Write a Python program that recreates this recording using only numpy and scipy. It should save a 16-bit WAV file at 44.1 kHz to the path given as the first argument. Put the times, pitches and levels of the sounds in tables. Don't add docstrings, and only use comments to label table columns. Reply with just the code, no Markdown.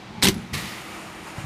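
import sys
import numpy as np
from scipy import signal
from scipy.fft import rfft, irfft
from scipy.io import wavfile

SR = 44100
rng = np.random.default_rng(int(sys.argv[2]) if len(sys.argv) > 2 else 0)


def pcm_store(signal):
    levels = np.round(np.clip(np.atleast_2d(signal), -1, 1) * 32767)
    wavfile.write(sys.argv[1], SR, levels.astype(np.int16).T)


N = 63945
T = np.arange(N) / SR
BINS = np.maximum(np.arange(N + 1) * SR / (2 * N), 1)

# t/s, level/dB, dull above f/Hz, push on the sheet/dB, contact pitch f/Hz
DOOR_BLOWS = [(0.2196, -17.5, 8700, -19, 2440), (0.2247, -3, 8400, -23, 2150),
              (0.2287, 3.5, 7400, -15, 3940), (0.2332, -1.5, 7850, -1.5, 3360),
              (0.2368, 2, 11300, -1, 8030), (0.2441, 2.5, 15000, 0.5, 3610), (0.25, -5.5, 9000, -3, 2750),
              (.2535, 4, 8000, -5.5, 3985), (.2580, -3, 7000, -3.5, 3370), (0.265, -11, 9000, -6, 3600),
              (0.27, 4, 5000, -2, 3195), (.2750, -0.5, 4930, -1, 2600), (0.2809, -9.5, 14000, -2, 4900),
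              (0.2851, 1.5, 14000, 5.5, 5900), (0.2882, -9, 7000, -1, 3170), (0.2936, -11, 5970, 4, 3030)]
# f/Hz, level/dB
DOOR_ECHO_SPECTRUM = [(400, 1), (900, -3), (1300, 5), (2000, 3.5), (4000, -3.5), (6000, -6), (10000, -13.5),
                      (15000, -23)]
def door():
    blows = [(s, db) for s, db, _, _, _ in DOOR_BLOWS]
    pushes = [(s, db) for s, _, _, db, _ in DOOR_BLOWS]
    near = hinge() + cabinet_boom() + contacts() + bright_ring(blows) + low_ring(pushes)
    return near + from_db(-51.5) * hall(DOOR_ECHO_SPECTRUM, blows)


# f/Hz, level/dB
CONTACT_SPECTRUM = [(400, -1), (620, -10.5), (950, 0), (1300, -7.5), (1650, -3), (2000, 0.5), (2600, -3),
                    (3800, 1), (5000, -1.5), (6700, -4.5), (8000, -4.5), (10000, -5.5), (15000, -8)]
def contacts():
    out = 0
    for s, db, dull_hz, _, hz in DOOR_BLOWS:
        crack = from_db(-5) * dying(s, t60=0.005)
        contact = from_db(-12) * dying(s, t60=0.018)
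        rattle = from_db(-22.5) * dying(s, t60=0.11)
        burst = coloured(CONTACT_SPECTRUM) * np.sqrt(crack ** 2 + contact ** 2 + rattle ** 2)
        burst = signal.sosfilt(signal.butter(1, dull_hz, fs=SR, output="sos"), burst)
        ping = from_db(-9.5) * ring(s, hz, t60=0.013)
        out = out + from_db(db) * onset(s, rise_s=0.0003) * (burst + ping)
    return out


# f/Hz, level/dB, t60/s
BRIGHT_TONES = [(1034, -47.5, .15), (2080, -34.5, 0.14), (2842, -42, 0.14), (3054, -44, 0.06),
                (3690, -41, 0.11), (3770, -39, .13), (3959, -38, 0.074), (4320, -31, 0.048),
                (4450, -50, 0.05), (6020, -39.5, 0.088), (9070, -33, 0.062)]
def bright_ring(blows, scatter_db=2, max_delay_s=0.001012):
    out = 0
    for s, db in blows:
        for hz, tone_db, t60 in BRIGHT_TONES:
            strength = from_db(db + tone_db + scatter_db * rng.standard_normal())
            polarity = rng.choice([-1, 1])
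            out = out + strength * polarity * ring(s + max_delay_s * rng.random(), hz, t60)
    return out


# f/Hz, level/dB, t60/s
LOW_TONES = [(61.5, -47, 0.066), (81.5, -41, 0.083), (147, -29.5, .12), (196, -27.5, 0.14),
             (199.4, -26, 0.16), (237, -32, 0.25), (275, -27.5, 0.086), (322.2, -29, 0.23),
             (375.5, -29.5, 0.27), (363, -42, 0.11)]
def low_ring(pushes, seated_s=0.2955):
    tones = sum(from_db(db + tone_db) * ring(s, hz, t60)
                for s, db in pushes for hz, tone_db, t60 in LOW_TONES)
    return tones * np.where(T < seated_s, 1, dying(seated_s, t60=0.12))


# f/Hz, level/dB
BOOM_SPECTRUM = [(30, -18), (62, -5), (85, -11), (110, 0), (145, -3.5), (175, 2.5), (198, 4.5), (225, 0.5),
                 (265, -11.5), (370, -13), (480, -19), (1500, -53), (6000, -80)]
# t/s, level/dB
BOOM_ENVELOPE = [(0, -53), (.1, -49), (.16, -38.5), (.22, -38.5), (.26, -37), (.32, -27), (.42, -36),
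                 (.5, -39), (.7, -51), (1.45, -93)]
def cabinet_boom():
    return fader(BOOM_ENVELOPE) * coloured(BOOM_SPECTRUM)


# f/Hz, level/dB, half-width/Hz
HINGE_RESONANCES = [(855, -44, 23), (1040, -53, 74), (2250, -50, 350)]
def hinge(peak_s=0.24, half_length_s=0.1):
    rub = sum(from_db(db) * resonant(hz, width) for hz, db, width in HINGE_RESONANCES)
    return rub * np.exp(-((T - peak_s) / half_length_s) ** 2)


def loose_part(s=0.342):
    tick = from_db(-38) * dying(s, t60=0.045) * coloured(CONTACT_SPECTRUM)
    ting = from_db(-49) * dying(s, t60=0.3) * resonant(hz=10800, width_hz=43)
    return tick + ting


# t/s, level/dB
CLACK_HITS = [(0.5318, -9), (.5355, -5), (0.5391, -1), (0.5419, -6.5), (.549, -1), (0.577, -7.5),
              (0.591, -13), (.633, -21)]
# f/Hz, level/dB
CLACK_SPECTRUM = [(50, -2), (130, 12), (220, 5), (350, -1), (700, -10.5), (1150, 1), (1600, -5),
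                  (1930, 7.5), (2300, 2), (2800, 2), (3300, -1), (3900, 0), (5500, -4.5), (8000, -9),
                  (11500, -11), (15000, -18.5)]
def clack():
    direct = sum(from_db(db - 22.5) * dying(s, t60=0.053) * coloured(CLACK_SPECTRUM)
                 for s, db in CLACK_HITS)
    return direct + from_db(-34) * hall(CLACK_SPECTRUM, CLACK_HITS)


# t/s, level/dB, f/Hz, t60/s
CABINET_BUMPS = [(.528, -14, 97, 0.028), (0.538, -23.5, 149.5, 0.1), (1.381, -20, 113, 0.053),
                 (1.416, -53, 128, 0.054), (1.441, -21, 125, 0.073)]
def bumps(echo_db=-23):
    out = 0
    for s, db, hz, t60 in CABINET_BUMPS:
        thud = ring(s, hz, t60) * onset(s, rise_s=0.0012)
        echo_spectrum = [(hz / 4, -20), (hz, 0), (hz * 2, -8), (hz * 10, -50), (SR, -90)]
        out = out + from_db(db) * (thud + hall(echo_spectrum, [(s, echo_db)]))
    return out


# f/Hz, t60/s
HALL_DECAY = [(100, 0.93), (1000, 1.85), (2500, 1.53), (6000, 1.11), (15000, 1.43)]
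def hall(spectrum, hits, build_s=0.0049):
    source, out = rfft(coloured(spectrum), 2 * N), 0
    edges_hz = np.geomspace(40, 17000, 13)
    for low, high in zip(edges_hz, edges_hz[1:]):
        t60 = at_hz(HALL_DECAY, np.sqrt(low * high))
        power = sum((from_db(db) * dying(s, t60) * onset(s, build_s)) ** 2 for s, db in hits)
        band = irfft(source * (BINS >= low) * (BINS < high))[:N]
        out = out + band * np.sqrt(power)
    return out


# f/Hz, level/dB
RUSH_SPECTRUM = [(200, 1), (330, 1), (600, 2), (850, 2), (1200, 4), (1600, 0), (2300, -0.5), (3000, -3),
                 (3500, -12.5), (5200, -11.5), (6100, -14), (7000, -8.5), (7700, -15.5), (8900, -11),
                 (10000, -18), (11300, -15.5), (12200, -22.5), (15000, -27)]
# t/s, level/dB
RUSH_ENVELOPE = [(0, -63), (.51, -59), (.58, -41), (.85, -41.5), (.96, -38.5), (1.12, -42.5), (1.22, -42.5),
                 (1.29, -38), (1.34, -42.5), (1.39, -37), (1.45, -41)]
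# f/Hz, level/dB
RUMBLE_SPECTRUM = [(25, -16), (50, -7), (90, 0), (190, 4), (250, -2.5), (350, -1.5), (520, -9.5),
                   (720, -4.5), (860, -2), (1200, -10), (2400, -12), (4000, -14.5), (8000, -30),
                   (15000, -44.5)]
# t/s, level/dB
RUMBLE_ENVELOPE = [(0, -41), (.5, -44.5), (.85, -45), (1.15, -43), (1.45, -43.5)]
def machinery_noise():
    rush = fader(RUSH_ENVELOPE) * coloured(RUSH_SPECTRUM)
    rumble = fader(RUMBLE_ENVELOPE) * coloured(RUMBLE_SPECTRUM)
    return rush + rumble


# f/Hz, level/dB
HUM_LINES = [(199, -60.5), (323, -50), (372, -57.5), (754, -61.5), (1254, -58), (1943, -63.5),
             (2331, -57.5)]
def machinery_hum(waver_hz=2.37, shaded_db=-6, clear_s=0.71):
    hum = 0
    for hz, db in HUM_LINES:
        pitch = hz + waver_hz * resonant(0, width_hz=13)
        cycles = np.cumsum(pitch) / SR + rng.random()
        hum = hum + from_db(db) * np.sqrt(2) * np.sin(2 * np.pi * cycles)
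    return hum * fader([(0, shaded_db), (clear_s, 0)])


def from_db(db):
    return 10 ** (np.asarray(db) / 20)


def fader(points):
    return from_db(np.interp(T, *np.transpose(points)))


def at_hz(points, hz):
    freqs, values = np.transpose(points)
    return np.interp(np.log(hz), np.log(freqs), values)


def noise(gain):
    shaped = irfft(rfft(rng.standard_normal(2 * N)) * gain)[:N]
    return shaped / np.sqrt(np.mean(shaped ** 2) + 1e-20)


def coloured(spectrum):
    return noise(from_db(at_hz(spectrum, BINS)))


def resonant(hz, width_hz):
    return noise(1 / (1 + ((BINS - hz) / width_hz) ** 2))


def onset(s, rise_s):
    return -np.expm1(-np.maximum(T - s, 0) / rise_s)


def dying(s, t60):
    return (T >= s) * from_db(-60 * np.clip((T - s) / t60, 0, 5))


def ring(s, hz, t60):
    return dying(s, t60) * np.sin(2 * np.pi * hz * (T - s))


def scene():
    return (door() + loose_part() + clack() + bumps() + machinery_hum() + machinery_noise())[None]


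def record(dry, low_cut_hz=38, ceiling=0.58, high_cut_hz=15300):
    thinned = signal.sosfilt(signal.butter(3, low_cut_hz, "high", fs=SR, output="sos"), dry)
    rounded = ceiling * np.tanh(thinned / ceiling)
    return signal.sosfilt(signal.ellip(10, .1, 90, high_cut_hz, fs=SR, output="sos"), rounded)


dry = scene()
out = record(dry)
pcm_store(out)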